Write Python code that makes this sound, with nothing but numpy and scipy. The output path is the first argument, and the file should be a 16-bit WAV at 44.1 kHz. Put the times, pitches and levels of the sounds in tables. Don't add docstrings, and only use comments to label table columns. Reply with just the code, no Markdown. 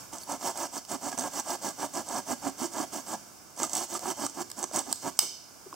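import sys
import numpy as np
from scipy import signal
from scipy.fft import rfft, irfft, next_fast_len
from scipy.io import wavfile
from scipy.ndimage import uniform_filter1d, map_coordinates

SR = 44100
rng = np.random.default_rng(int(sys.argv[2]) if len(sys.argv) > 2 else 0)


def wav_record(signal):
    frames = np.transpose(np.atleast_2d(signal))
    bounded = np.clip(frames, -1, 1)
    quanta = np.round(bounded * 32767).astype(np.int16)
    wavfile.write(sys.argv[1], SR, quanta)


def nominal_scale(level):
    x = np.asarray(level, float) / 20
    return 10 ** x


N = 253560


def unit(x):
    return x / np.sqrt(np.mean(x ** 2) + 1e-20)


def along(points, hz):
    f, v = np.transpose(points)
    return np.interp(np.log(hz + 1), np.log(f + 1), v)


def wobble(rate):
    return map_coordinates(rng.standard_normal(int(N * rate / SR) + 4), [np.arange(N) * rate / SR])


def filtered(x, response):
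    m = next_fast_len(N + SR // 2)
    return irfft(rfft(x, m) * response(np.fft.rfftfreq(m, 1 / SR)), m)[..., :N]


def resonances(modes):
    def shape(f):
        return sum(nominal_scale(db) * 1j * f * width / (centre * centre - f * f + 1j * f * width)
                   for centre, width, db in modes)
    size = np.sqrt(np.mean(abs(shape(np.linspace(0, SR / 2, 2048))) ** 2))
    return lambda f: shape(f) / size


def noise_pair(alike):
    def mix(hz):
        turn = np.arccos(np.clip(along(alike, hz), 0, 1)) / 2
        return np.array([np.cos(turn), np.sin(turn)])
    mid, side = filtered(rng.standard_normal((2, N)), mix)
    return np.array([mid + side, mid - side])


def patchy(x, depth_db):
    z = signal.stft(x, nperseg=128)[2]
    field = uniform_filter1d(rng.standard_normal(z.shape[-2:]), size=4, axis=0)
    field = uniform_filter1d(field, size=5, axis=1)
    return signal.istft(z * nominal_scale(depth_db * unit(field)), nperseg=128)[1][..., :N]


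# f/Hz, level/dB per Hz
AIR = [(20, -52), (50, -11.5), (160, -8), (300, -7.5), (480, -13.5), (700, -9.5), (1000, -12),
       (1500, -13.5), (3000, -22.5), (4100, -24), (5200, -13), (8200, -16.5), (10000, -22), (16000, -23)]
# f/Hz, likeness/0-1
AIR_ALIKE = [(60, 0.33), (240, 0.072), (950, 0.26), (3770, 0.52), (15000, 0.037)]
# t/s, level/dB
AIR_DB = [(0, -45.5), (.08, -50.5), (3.199, -50), (3.5, -51), (5.75, -51)]


def air():
    s, db = np.transpose(AIR_DB)
    hiss = unit(filtered(noise_pair(AIR_ALIKE), lambda hz: nominal_scale(along(AIR, hz))))
    level_db = np.interp(np.arange(N) / SR, s, db) + 0.81 * wobble(3.3)
    return hiss * nominal_scale(level_db + np.array([[-1], [2.2]]))


# start t/s, length/s, share before top speed/0-1, rasp
# level/dB, pressure on the wood/dB relative
SAW_STROKES = [(.118, 0.067, 0.28, -42.5, -1), (0.153, 0.11, 0.41, -49, -7), (0.256, .12, 0.61, -39, 3.5),
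               (0.387, .14, .62, -34.5, -1), (0.529, .15, 0.68, -37, 2), (0.708, 0.093, 0.64, -37, -2.5),
               (.873, .1, 0.65, -35.5, 0.5), (0.997, .11, 0.69, -36.5, 0.5), (1.07, 0.097, 0.7, -44, 0.5),
               (1.167, 0.066, 0.25, -41, 5), (1.186, .11, 0.675, -40, 3), (1.303, .11, 0.862, -34.5, -1),
               (1.428, .14, 0.76, -35.5, 0), (1.603, .12, 0.52, -36, 0), (1.758, .12, 0.63, -37.5, 2),
               (1.922, .11, .42, -36.5, 0), (2.033, .18, 0.79, -36.5, 1.5), (2.251, 0.097, 0.69, -34.5, -0.5),
               (2.399, .11, .73, -39, 4.5), (2.567, 0.12, 0.49, -35, -2), (2.695, .16, 0.8, -36.5, 0.5),
               (2.91, .11, 0.36, -37.5, -1.5), (3.045, 0.12, 0.72, -38, 0),
               (3.56, .125, 0.553, -36.5, -1), (3.683, .18, 0.59, -34, -3.5), (3.873, 0.11, 0.84, -36, -4),
             (3.986, 0.15, 0.82, -36, 0), (4.148, 0.13, 0.71, -35, -1.5), (4.325, .11, 0.81, -39, 0.5),
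             (4.558, 0.071, 0.48, -40, -3.5), (4.611, 0.045, 0.61, -43, 3), (4.715, 0.11, 0.523, -33, -1),
             (4.839, .096, 0.74, -43.5, 1), (4.903, 0.16, 0.061, -50, -25), (5.009, .098, 0.713, -37, 2)]
# t/s, bending over wood level/dB
GIVE = [(.1, -3.5), (.6, -3), (1.0, -1.5), (1.3, -3.5), (2.1, -0.5), (2.35, -1), (2.8, 2), (3.15, -2),
        (3.9, 1), (4.7, 1), (5.1, -2)]


def strokes():
    t, force, speed = np.arange(N) / SR, np.zeros((3, N)), np.zeros(N)
    steepness = np.array([[1.2], [1.6], [2.4]])
    short_bends_db_per_s, usual_stroke_s = -42, 0.089
    for start, length, top, rasp_db, press_db in SAW_STROKES:
        u = np.clip((t - start) / length, 0, 1)
        top = np.clip(top, .05, .95)
        speeding = np.sin(np.pi / 2 * u / top)
        slowing = abs(np.sin(np.pi / 2 * (1 - u) / (1 - top))) ** .67
        arc = np.where(u < top, speeding, slowing)
        give_db = np.interp(start, *np.transpose(GIVE))
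        give_db += short_bends_db_per_s * (length - usual_stroke_s)
        levels_db = rasp_db + np.array([0, press_db, press_db + give_db])
        force += nominal_scale(levels_db)[:, None] * arc ** steepness
        speed = np.maximum(speed, arc)
    return force, speed


# f/Hz, likeness/0-1
ALIKE = [(2000, 0.73), (5400, 1), (8000, 0.9), (10000, 0.1), (15000, 0.58)]


def sawing(scatter=.12, size_db=3.0, bite_s=0.0017, steady=1.6, fuzz=0.89, soft_hz=1500, hum=0.04):
    force, speed = strokes()
    turn_hz, fast_hz = 260.9, 317.6
    rate = (turn_hz + (fast_hz - turn_hz) * speed) * (1 + .1 * wobble(12))
    passed = np.cumsum(rate * (1 + .04 * wobble(30))) / SR
    chance = rng.standard_normal((4000, 3))
    tooth = np.arange(1, passed[-1] - 1)
    count = len(tooth)
    at = np.interp(tooth + scatter * chance[:count, 0], passed, np.arange(N)).astype(int)
    bites = np.bincount(at, nominal_scale(size_db * chance[:count, 1]), N)
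    rips = np.bincount(at, nominal_scale(size_db * chance[:count, 2]), N)
    tearing = unit(signal.lfilter([1], [1, -np.exp(-1 / (bite_s * SR))], rips))
    rasp = unit((steady + tearing) * patchy(noise_pair(ALIKE), depth_db=2.0))
    rasp = rasp * force[0] * nominal_scale(1.02 * wobble(40))
    push = unit(bites - bites.mean()) + fuzz * rng.standard_normal(N)
    push = filtered(push, lambda hz: 1 / (1 + 1j * hz / soft_hz) ** 2)
    push = push * nominal_scale(0.77 * wobble(35))
    sway = 0.99 * push + hum * np.cos(2 * np.pi * passed)
    return rasp, push * force[1], sway * force[2]


# f/Hz, width/Hz, level/dB
RASP = [(2042, 190, 1), (3190, 500, -4), (3666, 157, -9), (4600, 170, -1), (5180, 300, -4), (5840, 610, 0),
        (6420, 1120, 2.5), (7480, 570, 3.5), (8000, 200, 1), (10500, 350, -45), (12800, 5500, -14.5),
        (15700, 3200, -14)]
# f/Hz, width/Hz, level/dB
WOOD = [(586.6, 56, 1), (713, 125, 8), (799, 45, 1.5), (915, 180, 7), (1117, 90, -4), (1240, 53, -5.5),
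        (1616, 53, 7)]
# f/Hz, width/Hz, level/dB
BENDING = [(263.7, 63, 10), (361.3, 77, 7)]


def branch():
    rasp, push, bend = sawing()
    snag, snag_knock = snagging()
    snap, snap_knock = snapping()
    fibres = filtered(nominal_scale(-0.5) * rasp, resonances(RASP)) + snag + snap
    knocks = nominal_scale(1.0) * patchy(push, depth_db=1.5) + snag_knock + snap_knock
    wood = filtered(knocks, resonances(WOOD))
    low = filtered(bend + landing(), resonances(BENDING)) + shudders()
    return lean(fibres + wood + ticks() + bumps()) + low * nominal_scale(np.array([[-16], [1.5]]))


# f/Hz, left minus right level/dB
LEFT = [(300, 4), (700, -3.5), (2400, -3), (5500, -5.5), (8500, -5.5), (11000, -2.5), (15000, 0)]


def lean(x):
    early_s = 6e-6 * np.array([[-1], [1]])
    return filtered(x, lambda hz: nominal_scale(along(LEFT, hz) * [[.5], [-.5]]) * np.exp(2j * np.pi * hz * early_s))


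# f/Hz, t60/s
TRUNKS = [(300, 0.28), (1500, 0.21), (3000, 0.69), (5500, 0.7), (8500, 0.33), (13000, 0.32)]


def trunks(x, gap_s=.005, count=8):
    out, step, gap = np.zeros((2, N + SR)), N // count + 1, round(gap_s * SR)
    for start in range(0, N, step):
        hz, t, z = signal.stft(rng.standard_normal((2, SR * 3 // 4)), SR, nperseg=256)
        decay = nominal_scale(-60 * t / along(TRUNKS, hz)[:, None])
        build = 1 - 0.4 * np.exp(-t / 0.0074)
        tail = signal.istft(z * decay * build, SR, nperseg=256)[1]
        tail[1] = .5 * tail[0] + 0.75 * tail[1]
        echo = signal.fftconvolve(x[:, start:start + step], tail / np.linalg.norm(tail[0]), axes=1)
        out[:, start + gap:][:, :echo.shape[1]] += echo
    return out[:, :N]


def tears(events, rasp_db, knock_db, rise_s, alike):
    size, knock, t = np.zeros(N + SR), np.zeros(N + SR), np.arange(SR // 10) / SR
    for s, db, wood_db, t60 in events:
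        burst = nominal_scale(db - 60 * t / max(t60, .002)) * (1 - np.exp(-t / rise_s))
        size[round(s * SR):][:len(t)] += burst
        knock[round(s * SR):][:len(t)] += nominal_scale(wood_db) * burst
    torn = nominal_scale(rasp_db) * size[:N] * noise_pair(alike)
    return torn, nominal_scale(knock_db) * knock[:N] * rng.standard_normal(N)


# t/s, peak level/dB
CATCHES = [(0.133, -27.5), (0.1828, -28.5), (1.0295, -30), (1.6232, -34), (1.6866, -23), (1.937, -28),
           (2.0685, -36), (2.0868, -26), (2.1445, -32), (2.582, -35), (2.7262, -41), (2.7354, -27.5),
           (3.064, -35), (3.285, -47), (3.505, -52), (3.5635, -35), (3.64, -25), (3.648, -23),
           (3.9385, -23), (4.2963, -29), (4.569, -42), (4.59, -26), (4.633, -25), (4.9576, -29),
           (5.171, -35), (5.176, -40)]
# t/s, peak level/dB, wood knock/dB relative
SNAGS = [(0.32, -22, -13), (0.574, -19, -12), (0.9154, -27, -11), (1.117, -26.5, 3), (1.127, -31.5, 11),
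         (1.1765, -20.5, -3), (1.186, -18, -20), (1.1933, -16, -32), (1.2082, -21, -19), (1.2373, -25, 4),
         (1.3973, -16, -26), (1.9528, -23.5, -6), (0.557, -37, 12), (3.5995, -41.5, 23.5),
         (3.631, -12.5, -16), (3.6945, -24, -5.5), (3.732, -15.5, -14), (3.7513, -12, -22),
         (3.7672, -13.5, -24), (3.7786, -21, -24), (3.9505, -24.5, -3), (4.2639, -16, -11),
         (4.6277, -19, -4), (4.6394, -16.5, -2.5), (4.7121, -35.5, 8.5), (4.7345, -26.5, -4),
         (4.7602, -12, -18), (4.7676, -16, -8), (4.784, -19, -3), (4.79, -14, -18)]
# t/s, peak level/dB, knock/dB relative, t60/s
SLAP = (5.22, -32, -5, 0.2)
# f/Hz, width/Hz, level/dB
BLADE = [(3460, 1800, -5.5), (4700, 770, -7), (6270, 1150, 5.5), (7770, 1100, 5), (13000, 6500, -17)]


def snagging():
    snag_t60_s, catch_t60_s, catch_knock_db = 0.018, 0.021, -17.5
    caught = [(*row, snag_t60_s) for row in SNAGS]
    caught += [(*row, catch_knock_db, catch_t60_s) for row in CATCHES]
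    caught += [SLAP]
    snag, knock = tears(caught, rasp_db=-4, knock_db=-6.5, rise_s=0.00051, alike=ALIKE)
    blade = resonances(BLADE)
    return nominal_scale(-5.5) * filtered(filtered(snag, blade), blade), knock


# t/s, peak level/dB
TICKS = [(.218, -43), (.234, -39), (2.398, -47)]
# f/Hz, level/dB, t60/s
STEEL = [(4530, 2.5, 0.02), (9000, -8, .03), (11200, -2, 0.043), (15000, -8, .05)]


def ticks():
    out, t = np.zeros(N + SR), np.arange(SR // 5) / SR
    for s, db in TICKS:
        for hz, level, t60 in STEEL:
            out[round(s * SR):][:len(t)] += nominal_scale(db + level - 60 * t / t60) * np.sin(2 * np.pi * hz * t)
    return out[:N]


# t/s, peak level/dB, wood knock/dB relative, tearing t60/s
SNAPS = [(.850, -32, -30, .009), (3.9928, -24.5, -14, 0.0078), (4.2644, -36, -26, 0.0075),
         (4.5009, -30, -24, 0.014), (4.5151, -23.5, -15, 0.0092), (4.927, -10, -18, 0.0081),
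         (5.7414, -36, -4, 0.0086)]
# f/Hz, width/Hz, level/dB
DRY = [(1220, 860, -13), (2110, 270, -10), (3100, 300, -8.5), (4460, 430, -4), (5130, 320, 5),
       (5900, 240, -10), (7063, 430, -5), (8020, 560, 4), (10174, 800, -23), (12410, 1100, -20),
       (15110, 1500, -18.5)]


def snapping():
    alike = [(5000, 0.87), (14000, 0.47)]
    snap, knock = tears(SNAPS, rasp_db=-1.0, knock_db=3.0, rise_s=0.00022, alike=alike)
    return filtered(snap, resonances(DRY)), knock


# start t/s, length/s, f/Hz, level/dB
SHUDDERS = [(2.284, .08, 249.9, -33), (2.441, 0.072, 285.5, -32), (2.604, .045, 250.3, -29.5),
            (2.626, 0.05, 343, -26), (2.775, .07, 300, -30)]


def shudders():
    t, out = np.arange(N) / SR, np.zeros(N)
    for s, length, hz, db in SHUDDERS:
        swell = np.sin(np.pi * np.clip((t - s) / length, 0, 1)) ** 2
        out += nominal_scale(db) * swell * np.sin(2 * np.pi * hz * t)
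    return out


# t/s, peak level/dB, f/Hz, t60/s, rise/s
BUMPS = [(3.636, -23, 1283, 0.038, .001), (3.951, -26, 1257, 0.054, .001),
         (4.264, -25, 1256, 0.024, 0.00085), (5.660, -27, 419, 0.05, 0.0077),
         (5.727, -28, 1110, 0.021, 0.0007), (5.73, -32, 334, 0.04, 0.0054)]


def bumps():
    out, t = np.zeros(N + SR), np.arange(SR // 5) / SR
    for s, db, hz, t60, rise in BUMPS:
        sag = 2 * np.pi * hz * t * (1 - 4 * t)
        tone = np.sin(sag) + 0.18 * np.sin(2.7 * sag) * np.cos(0.38 * sag)
        out[round(s * SR):][:len(t)] += nominal_scale(db - 60 * t / t60) * (1 - np.exp(-(t / rise) ** 2)) * tone
    return out[:N]


# t/s, peak level/dB
BREAK = [(5.1904, -17), (5.1909, -12), (5.1916, -15), (5.1925, -16), (5.1936, -19)]
# f/Hz, width/Hz, level/dB
STUMP = [(926, 106, -13), (1320, 460, -6.5), (2197, 236, -7.5), (3020, 200, -4.5), (3700, 304, -13),
         (4504, 400, -11), (5126, 300, 1), (6050, 540, 0.5), (7040, 310, -8), (7893, 440, 3),
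         (10910, 770, -24), (12240, 640, -10), (14600, 1530, -19)]


def parting():
    blows = np.zeros((2, N))
    for s, db in BREAK:
        blows[0, round(s * SR)] = nominal_scale(db + 18.0) * rng.choice([-1, 1])
    blows[1, round(BREAK[0][0] * SR)] = nominal_scale(4.5) * np.linalg.norm(blows[0])
    stump = resonances(STUMP)
    return filtered(blows, lambda f: stump(f) * 1j * f / (600 + 1j * f))


# t/s, level/dB, t60/s
LANDING = (5.224, -36.5, 0.2)


def landing():
    s, db, t60 = LANDING
    t = np.maximum(np.arange(N) / SR - s, 0)
    return nominal_scale(db - 60 * t / t60) * (1 - np.exp(-t / 0.0031)) * rng.standard_normal(N)


def scene():
    near = branch()
    crack, merged = parting()
    return near + lean(crack) + nominal_scale(-11.5) * trunks(near + lean(merged)) + air()


def low_pass(x):
    return signal.sosfilt(signal.butter(12, 17070, fs=SR, output="sos"), x)


# f/Hz, width/Hz, depth/dB
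SHELL_DIPS = [(1886, 395, 17), (2546, 100, 25), (3315, 84, 14.5), (4035, 125, 15), (4830, 46, 32)]


def record(dry):
    top_hz, bass_hz, ceiling = 15800, 55, .86

    def dip(f, centre, width, db):
        stiff = centre * centre - f * f
        return (stiff + 1j * f * width * nominal_scale(-db)) / (stiff + 1j * f * width)

    def shell(f):
        dips = np.prod([dip(f, *row) for row in SHELL_DIPS], axis=0)
        return dips * (f < top_hz) * (1j * f / (bass_hz + 1j * f))

    heard = filtered(dry, shell)
    rounded = heard / (1 + abs(heard / ceiling) ** 4) ** 0.2
    return low_pass(rounded)


dry = scene()
out = record(dry)
wav_record(out)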